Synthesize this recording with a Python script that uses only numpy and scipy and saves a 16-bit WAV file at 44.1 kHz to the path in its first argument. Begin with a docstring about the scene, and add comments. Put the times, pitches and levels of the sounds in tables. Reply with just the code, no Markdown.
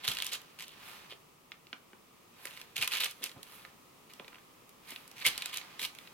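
"""Baking parchment crinkles in loud flurries as a hand presses it down on a tray and meringue is piped. Bursts
of noise, coloured at the pitch of the folds, make the presses, snapping creases and slaps. The plastic piping
bag gives dull pops from short, damped rings, and a sleeve brushing past as the arm moves adds a soft hiss. Low
rumbles make the bumps of the tray and the thuds of the filling; a small kitchen adds a short echo tail, and
steady noise murmurs behind."""
import sys
import numpy as np
from scipy import signal
from scipy.fft import rfft, irfft
from scipy.io import wavfile
from scipy.ndimage import uniform_filter1d

SR = 44100
rng = np.random.default_rng(int(sys.argv[2]) if len(sys.argv) > 2 else 0)


def generate_wav(signal):
    """Clip the signal to [-1, 1] and save it as 16-bit WAV at the path in sys.argv[1]."""
    frames = np.transpose(np.atleast_2d(signal))
    scaled = np.clip(frames, -1, 1) * 32767
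    pcm = np.round(scaled).astype(np.int16)
    wavfile.write(sys.argv[1], SR, pcm)


N = 270377  # length in samples

# Event levels below are starting levels: each sound's function adds its own trim in dB.
# How the background swells as the arms move: (time [s], level change [dB])
ARM_STIR = [(0, -1.5), (1.1, 0), (1.4, -3.5), (2.2, -2), (2.8, -1.5), (3.8, -0.5), (4.7, -1), (6.13, 0.5)]
# Tone of the background: (frequency [Hz], relative level [dB per Hz])
MURMUR_SPECTRUM = [(25, -16), (60, -14), (100, -8.5), (150, -3), (250, -5), (450, -6.5), (680, -12),
                   (1000, -9), (1260, -7.5), (1500, -18.5), (2500, -14), (4000, -20), (8000, -23),
                   (16000, -23.5)]
# How alike left and right are in the background: (frequency [Hz], likeness [0 to 1])
SIDE_LIKENESS = [(40, 0.59), (130, 0.9), (300, 0.38), (1000, 0.15), (3000, 0.077), (12000, 0.08)]
# Strokes of a sleeve as the arm moves between tray and bag: # (time of fastest movement [s], hiss level [dB],
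# sheen level [dB], swell time [s], fade time [s])
HAND_STROKES = [(0.05, -55.5, -80, .2, 0.63), (0.89, -53, -59.5, 0.2, 0.28),
                (2.439, -58.5, -62, 0.13, 0.41), (3.2, -65, -69, 0.28, 0.43),
                (3.55, -59.5, -59.5, 0.21, .22), (4.12, -66, -76, 0.04, 0.56), (4.9, -57.5, -59, .09, 0.3),
                (5.3, -52.5, -66, .2, 0.86), (6.0, -62.5, -69, 0.065, 0.35)]
# Tone of the sliding hiss: (frequency [Hz], relative level [dB per Hz])
HISS_SPECTRUM = [(200, -20), (900, -3.5), (1400, -3), (2500, 0), (4000, -4), (6000, -11), (9000, -22.5),
                 (16000, -24)]
# Tone of the airy sheen above it: (frequency [Hz], relative level [dB per Hz])
SHEEN_SPECTRUM = [(3000, -27), (6000, -11), (10000, 1), (13000, 3), (16000, -6)]
# Presses of the hand that flex parchment (loud) or bag (soft):
# (start [s], end [s], body level [dB], crackle level [dB], fold pitch [Hz])
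PRESSES = [(0.039, 0.057, -39.5, -48.5, 3100), (0.07, 0.299, -47.5, -56, 3030),
           (0.074, 0.119, -38, -44, 3230), (0.32, 0.354, -40, -45, 3120), (0.589, 0.642, -50, -57, 2730),
           (0.668, 0.739, -58.5, -72, 2900), (1.099, 1.131, -50.5, -66, 3026),
           (2.448, 2.617, -57, -63, 2640), (2.762, 2.853, -42, -48.5, 2770),
           (2.816, 2.836, -35.5, -43, 2640), (2.914, 2.984, -36, -45, 2770), (3.002, 3.06, -35, -43, 2820),
           (3.07, 3.118, -51.5, -59, 3170), (3.226, 3.265, -43.5, -50, 2920), (3.46, 3.64, -66, -76, 2700),
           (4.096, 4.115, -61, -70, 2300), (4.878, 4.934, -52.5, -61, 2304), (5.166, 5.24, -54, -59, 2470),
           (5.213, 5.224, -41.5, -58, 2373), (5.28, 5.51, -50.5, -64, 3170),
           (5.253, 5.28, -29, -35.5, 3020), (5.531, 5.582, -43.5, -51.5, 2893),
           (5.802, 5.857, -40, -44.5, 2956)]
# Tone of a sheet's folds: (frequency [Hz], relative level [dB per Hz])
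BODY_SPECTRUM = [(60, -33), (200, -18.5), (450, -11), (720, -11.5), (1000, -8), (1650, -4), (2100, -1),
                 (2600, -1), (3050, -0.5), (4200, 0.5), (5100, -5), (7000, -33.5)]
# Tone of a sheet's small facets: (frequency [Hz], relative level [dB per Hz])
CRACKLE_SPECTRUM = [(1500, -16.5), (3500, -9.5), (5200, 2.5), (7500, -1), (10000, 0), (13000, 1.5),
                    (16000, -10)]
# Big creases snapping over: (time [s], body level [dB], crackle level [dB], fold pitch [Hz])
BIG_CREASES = [(0.0779, -24, -34.5, 3630), (0.1496, -44, -44.5, 2950), (0.245, -42, -42, 3400),
               (0.1695, -32.5, -45, 3250), (0.1856, -33, -43, 3070), (0.2015, -32, -55, 3320),
               (0.222, -28.5, -37.5, 3070), (0.266, -38.5, -36, 3450), (0.3374, -37, -45, 2670),
               (0.4162, -54, -56.5, 3450), (0.6228, -43.5, -47, 2750), (0.6064, -42, -50, 2440),
               (0.681, -49, -51.5, 3160), (2.4547, -56, -42, 2150), (2.4705, -42.5, -57, 2230),
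               (2.573, -42.5, -60, 2260), (2.614, -42.5, -52, 2760), (2.7656, -31.5, -38.5, 2870),
               (2.7798, -41, -45, 3050), (2.936, -31, -43, 3050), (3.0354, -37, -45, 3050),
               (2.825, -24.5, -38, 2780), (2.876, -28, -33.5, 2950), (3.0121, -32.5, -51, 2780),
               (3.0441, -42, -35, 2800), (3.111, -47, -47, 3120), (3.2394, -36, -33, 2620),
               (3.2934, -46, -56, 2230), (3.3155, -47.5, -58, 3080), (3.4301, -45.5, -48, 3730),
               (4.1356, -51, -53, 3220), (4.2804, -50, -58.5, 2400), (4.6923, -59, -57, 2500),
               (5.1141, -52.5, -54, 2870), (5.5398, -36.5, -50, 2900), (4.9062, -48, -47.5, 2470),
               (4.9604, -38.5, -58, 2670), (5.0774, -63, -53, 2250), (5.2638, -21.5, -26.5, 3170),
               (5.2853, -35, -37, 2500), (5.378, -33.5, -38.5, 3310), (5.4212, -31.5, -44, 3080),
               (5.4581, -33.5, -37.5, 3630), (5.5718, -39, -36.5, 3900), (5.6136, -43.5, -66, 2200),
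               (5.794, -34, -47, 3294), (5.8486, -31.5, -40.5, 3230), (5.95, -51, -55, 2470),
               (5.9862, -43.5, -55, 2820), (6.073, -46.5, -66, 2700)]
# The hand landing on the tray: (time [s], level [dB])
TRAY_LANDINGS = [(0.077, -48), (2.78, -53), (5.262, -51.5)]
# What tray and table answer with: (pitch [Hz], level against the landing [dB], fade time [s])
TRAY_TONES = [(145, -0.5, 0.027), (44, -12.5, 0.053)]
# Lighter bumps and scuffs of hand and nozzle: (time [s], level [dB], pitch [Hz])
LIGHT_BUMPS = [(3.211, -55, 330), (3.359, -52, 167), (3.36, -59.5, 650), (5.818, -60, 190)]
# Pops of the tight bag, each with a thud of the filling; pops() shifts the pitch by pitch_ratio:
# (time [s], pop level [dB], pitch before the shift [Hz], thud level [dB])
BAG_POPS = [(1.122, -50, 2170, -47.5), (1.5188, -41, 2730, -64), (1.6694, -53, 2930, -65),
            (1.7296, -37, 2530, -47), (1.932, -54, 1520, -51), (2.454, -40, 1900, -45.5),
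            (3.6504, -45.5, 2070, -68), (4.1972, -44, 2120, -41.5), (4.246, -51.5, 2270, -57),
            (4.2801, -49.5, 2350, -54), (4.3294, -53.5, 1700, -56), (4.3451, -51, 2200, -61),
            (4.3565, -53, 2120, -66), (4.3842, -56, 2230, -66), (4.919, -48, 2570, -46.5)]
# Raised parchment slapped flat on the tray: (time [s], level [dB], pitch [Hz])
PAPER_SLAPS = [(2.823, -28, 2323), (5.2495, -20.5, 2190), (5.262, -37, 2050)]
# Tone of the room's echo tail: (frequency [Hz], relative level [dB per Hz])
ROOM_SPECTRUM = [(100, -7), (1000, 8.5), (3000, -4), (6000, -0.5), (16000, -4.5)]

# Loudness follows hand speed to these powers: the sheen grows faster with speed than the hiss.
HISS_POWER, SHEEN_POWER = 0.91, 2.2
# A press takes hold, holds and lets go; then the sheet goes on settling, more quietly.
ATTACK_S, RELEASE_S = 0.004, 0.0072
SETTLE_DB, SETTLE_S = -14.5, 0.015
# Small creases flip at random in a press: rate, level against the press, scatter of level and pitch.
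STRAY_PER_S, STRAY_DB, STRAY_SPREAD_DB, STRAY_SPREAD_OCTAVES = 35, 1.5, 5.5, 0.33
# Thuds of the filling share one pitch and fade; light bumps share one fade.
THUD_HZ, THUD_FADE_S, BUMP_FADE_S = 322, 0.0037, 0.025
CUTOFF_HZ = 16100


def from_db(db):
    """Turn decibels into a gain."""
    return 10 ** (np.asarray(db) / 20)


def rms_one(x):
    """Scale a sound so that its rms (average strength) is 1."""
    return x / np.sqrt(np.mean(x ** 2) + 1e-20)


def at_hz(points, size):
    """Read a table of (frequency, value) at every frequency of an FFT."""
    hz, value = np.transpose(points)
    grid_hz = np.fft.rfftfreq(size, 1 / SR)
    return np.interp(np.log(grid_hz + 1), np.log(hz), value)


def in_time(rows):
    """Turn a table of (time, level) into a gain at every sample."""
    return from_db(np.interp(np.arange(N) / SR, *np.transpose(rows)))


def colour(x, spectrum, size=2048):
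    """Give both sides the tone of a spectrum without changing the power of white noise."""
    cepstrum = irfft(np.log(from_db(at_hz(spectrum, size))))
    # Keeping one half of the cepstrum makes a filter that never sounds before its input.
    response = irfft(np.exp(rfft(2 * cepstrum[:size // 2], size)))
    response /= np.linalg.norm(response)
    return signal.fftconvolve(x, response[None])[:, :x.shape[1]]


def resonate(x, hz, q):
    """Let one resonance ring, with gain 1 at its pitch; a higher q rings longer."""
    b, a = signal.iirpeak(hz, q, fs=SR)
    return signal.lfilter(b, a, x)


def add(track, s, sound):
    """Mix a stereo sound into the track at a time in seconds."""
    at = int(s * SR)
    track[:, at:at + sound.shape[1]] += sound[:, :N - at]


def radiate(force, alike):
    """Shape noise by a force; a wide source reaches the two sides only partly alike."""
    shared, *own = rng.standard_normal((3, len(force)))
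    return force * (np.sqrt(alike) * shared + np.sqrt(1 - alike) * np.array(own))


def grains(size, per_s, spread_db, even_s, last_s):
    """Tiny buckles of uneven size strike at random, with even power over longer stretches."""
    strikes = rng.random(size) < per_s / SR
    sizes = strikes * from_db(spread_db * np.minimum(rng.exponential(1, size), 4))
    # Each strike leaves power that fades away over last_s.
    power = signal.lfilter([1], [1, -np.exp(-1 / (last_s * SR))], sizes ** 2 + 1e-6)
    return np.sqrt(power / uniform_filter1d(power, int(even_s * SR)))


def murmur(level_db):
    """Make steady background noise, more alike on both sides in the bass."""
    alike = at_hz(SIDE_LIKENESS, N)
    mid, side = rfft(rng.standard_normal((2, N))) * from_db(at_hz(MURMUR_SPECTRUM, N))
    side = side * np.sqrt((1 - alike) / (1 + alike))
    mid, side = irfft(mid, N), irfft(side, N)
    return from_db(level_db) * np.array([mid + side, mid - side]) / np.std(mid)


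def slide(level_db, sheen_db):
    """A sleeve hisses as the arm moves, with an airy sheen when fast; each stroke speeds up, then slows to
    rest."""
    t, hiss, sheen = np.arange(N) / SR, 0, 0
    for s, stroke_hiss_db, stroke_sheen_db, swell_s, fade_s in HAND_STROKES:
        speed = np.interp(t, [s - swell_s, s, s + fade_s], [0, 1, 0])
        # Overlapping strokes add in power.
        hiss = np.hypot(hiss, from_db(stroke_hiss_db + level_db) * speed ** HISS_POWER)
        sheen = np.hypot(sheen, from_db(stroke_sheen_db + sheen_db) * speed ** SHEEN_POWER)
    grain = grains(N, per_s=3500, spread_db=2.0, even_s=0.089, last_s=0.00035)
    hiss_sound = colour(radiate(hiss * grain, alike=0.4), HISS_SPECTRUM)
    sheen_sound = colour(radiate(sheen * grain, alike=0.36), SHEEN_SPECTRUM)
    return hiss_sound + sheen_sound


def sheet(force, body_db, crackle_db, fold_hz, facet_envelope=1):
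    """A moving fold sounds at its own pitch; small facets crackle far above, differently each time."""
    body = radiate(force, alike=0.77)
    body = colour(body + 1.75 * resonate(body, fold_hz, q=3.5), BODY_SPECTRUM)
    crackle = radiate(force * facet_envelope, alike=0.3)
    facet_hz = rng.uniform(6360, 9500)
    crackle = colour(crackle + 0.74 * resonate(crackle, facet_hz, q=0.82), CRACKLE_SPECTRUM)
    strength = np.sqrt(np.mean(force ** 2))
    return strength * (from_db(body_db) * rms_one(body) + from_db(crackle_db) * rms_one(crackle))


def crumples(body_db, crackle_db):
    """A swarm of buckles drives a sheet as the hand flexes it; it settles after the hand lets go."""
    out = np.zeros((2, N))
    for start, end, body, crackle, hz in PRESSES:
        t = np.arange(-0.015, end - start + 0.2, 1 / SR)  # time from the start of the press
        after = np.maximum(t - (end - start), 0)
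        settling = from_db(SETTLE_DB) * np.exp(-after / SETTLE_S)
        release = np.maximum(np.exp(-after / RELEASE_S), settling)
        gate = np.exp(np.minimum(t, 0) / ATTACK_S) * release
        force = gate * grains(len(t), per_s=1300, spread_db=3.5, even_s=0.04, last_s=0.00076)
        add(out, start + t[0], sheet(force, body + body_db, crackle + crackle_db, hz))
    return out


def stray_creases():
    """Scatter small creases unevenly through every press, as rows like those of BIG_CREASES."""
    rows = []
    for start, end, body, crackle, hz in PRESSES:
        places = rng.random(32)
        scatter = rng.standard_normal((32, 3)).clip(-1.5, 1.5)
        for k, (place, (a, b, c)) in enumerate(zip(places, scatter)):
            s = start + (k + place) / STRAY_PER_S
            if s < end:
                crease_body = body + STRAY_DB + STRAY_SPREAD_DB * a
                crease_crackle = crackle + STRAY_DB + STRAY_SPREAD_DB * b
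                rows.append((s, crease_body, crease_crackle, hz * 2 ** (STRAY_SPREAD_OCTAVES * c)))
    return rows


def snaps(creases, fade_s, crackle_fade_s, body_db, crackle_db):
    """A crease flips with a sharp burst that dies in milliseconds, its bright crackle soonest."""
    t, out = np.arange(700) / SR, np.zeros((2, N))
    force = rms_one((1 - np.exp(-t / 0.00016)) * np.exp(-t / fade_s))
    brief = np.exp(-t / crackle_fade_s)
    for s, body, crackle, hz in creases:
        add(out, s, sheet(force, body + body_db, crackle + crackle_db, hz, facet_envelope=brief))
    return out


def soft_contacts():
    """List landings, thuds of the filling and light bumps as (time, level, pitch, fade time)."""
    landings = [(s, db + tone_db, hz, fade_s)
                for s, db in TRAY_LANDINGS for hz, tone_db, fade_s in TRAY_TONES]
    thuds = [(s, db, THUD_HZ, THUD_FADE_S) for s, _, _, db in BAG_POPS]
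    light = [(s, db, hz, BUMP_FADE_S) for s, db, hz in LIGHT_BUMPS]
    return landings + thuds + light


def bumps(q, level_db, low_ratio):
    """Soft contacts give short, broad rumbles with little sound far below their own pitch."""
    t, out = np.arange(SR // 4) / SR, np.zeros((2, N))
    for s, db, hz, fade_s in soft_contacts():
        force = (1 - np.exp(-t / 0.00078)) * np.exp(-t / fade_s)
        rumble = resonate(resonate(radiate(force, alike=1.0), hz, q), hz, q)
        low_cut = signal.butter(4, low_ratio * hz, "high", fs=SR, output="sos")
        rumble = signal.sosfilt(low_cut, rumble)
        add(out, s, from_db(db + level_db) * rms_one(rumble) * np.sqrt(np.mean(force ** 2)))
    return out


def pops(q, level_db, pitch_ratio, flutter_db, flutter_s, damping_hz):
    """One push makes the tight bag ring briefly and flutter out, because the filling damps it."""
    t, out = np.arange(1400) / SR, np.zeros((2, N))
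    for s, db, hz, _ in BAG_POPS:
        flutter = radiate(from_db(flutter_db) * np.exp(-t / flutter_s), alike=0.9)
        push = signal.unit_impulse(len(t)) + flutter
        ring = resonate(resonate(push, hz * pitch_ratio, q), hz * pitch_ratio, q)
        add(out, s, from_db(db + level_db) * rms_one(ring))
    damping = signal.butter(4, damping_hz, fs=SR, output="sos")  # dulls the treble
    return signal.sosfilt(damping, out)


def slaps(q, fade_s, level_db):
    """A whole arch of paper collapses and rings briefly at one hollow pitch."""
    t, out = np.arange(SR // 12) / SR, np.zeros((2, N))
    force = np.exp(-t / fade_s)
    for s, db, hz in PAPER_SLAPS:
        ring = resonate(resonate(radiate(force, alike=1.0), hz, q), hz, q)
        add(out, s, from_db(db + level_db) * rms_one(ring) * np.sqrt(np.mean(force ** 2)))
    return out


def kitchen(x, room_db, t60):
    """Add a short room tail, different on each side, that drops 60 dB in t60 seconds."""
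    t = np.arange(SR // 2) / SR
    echoes = rng.standard_normal((2, len(t))) * (t > 0.003) * from_db(-60 * t / t60)
    tail = colour(echoes, ROOM_SPECTRUM)
    tail /= np.linalg.norm(tail, axis=1, keepdims=True)
    return x + from_db(room_db) * signal.fftconvolve(x, tail, axes=1)[:, :N]


def ports(pair, turn_hz, q, pan_db):
    """The right microphone port trails the left by half a cycle at turn_hz; pan_db sets the balance."""
    left, right = pair
    right = right - 2 * resonate(right, turn_hz, q)  # shifts timing, not loudness
    return np.array([left * from_db(pan_db / 2), right * from_db(-pan_db / 2)])


def scene():
    """Put parchment, bag and hands in the kitchen, over the background."""
    background = in_time(ARM_STIR) * murmur(level_db=-60.25)
    hands = slide(level_db=1.5, sheen_db=3.0)
    presses = crumples(body_db=0.8, crackle_db=1.2)
    strays = snaps(stray_creases(), fade_s=0.0012, crackle_fade_s=0.002, body_db=-9.0, crackle_db=-3.5)
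    creases = snaps(BIG_CREASES, fade_s=0.0026, crackle_fade_s=0.004, body_db=-7.0, crackle_db=-3.0)
    contacts = bumps(q=0.66, level_db=3.0, low_ratio=0.51)
    bag = pops(q=0.77, level_db=-7.5, pitch_ratio=0.96,
               flutter_db=-17.0, flutter_s=0.0024, damping_hz=5200)
    arches = slaps(q=6.4, fade_s=0.011, level_db=-2.0)
    close = hands + presses + strays + creases + contacts + bag + arches
    heard = kitchen(close, room_db=-8.0, t60=0.21)
    return ports(heard, turn_hz=5250, q=2.15, pan_db=-2.0) + background


def record(dry):
    """Cut the top steeply above CUTOFF_HZ."""
    top_cut = signal.ellip(10, 0.2, 70, CUTOFF_HZ, fs=SR, output="sos")
    return signal.sosfilt(top_cut, dry)


dry = scene()
out = record(dry)
generate_wav(out)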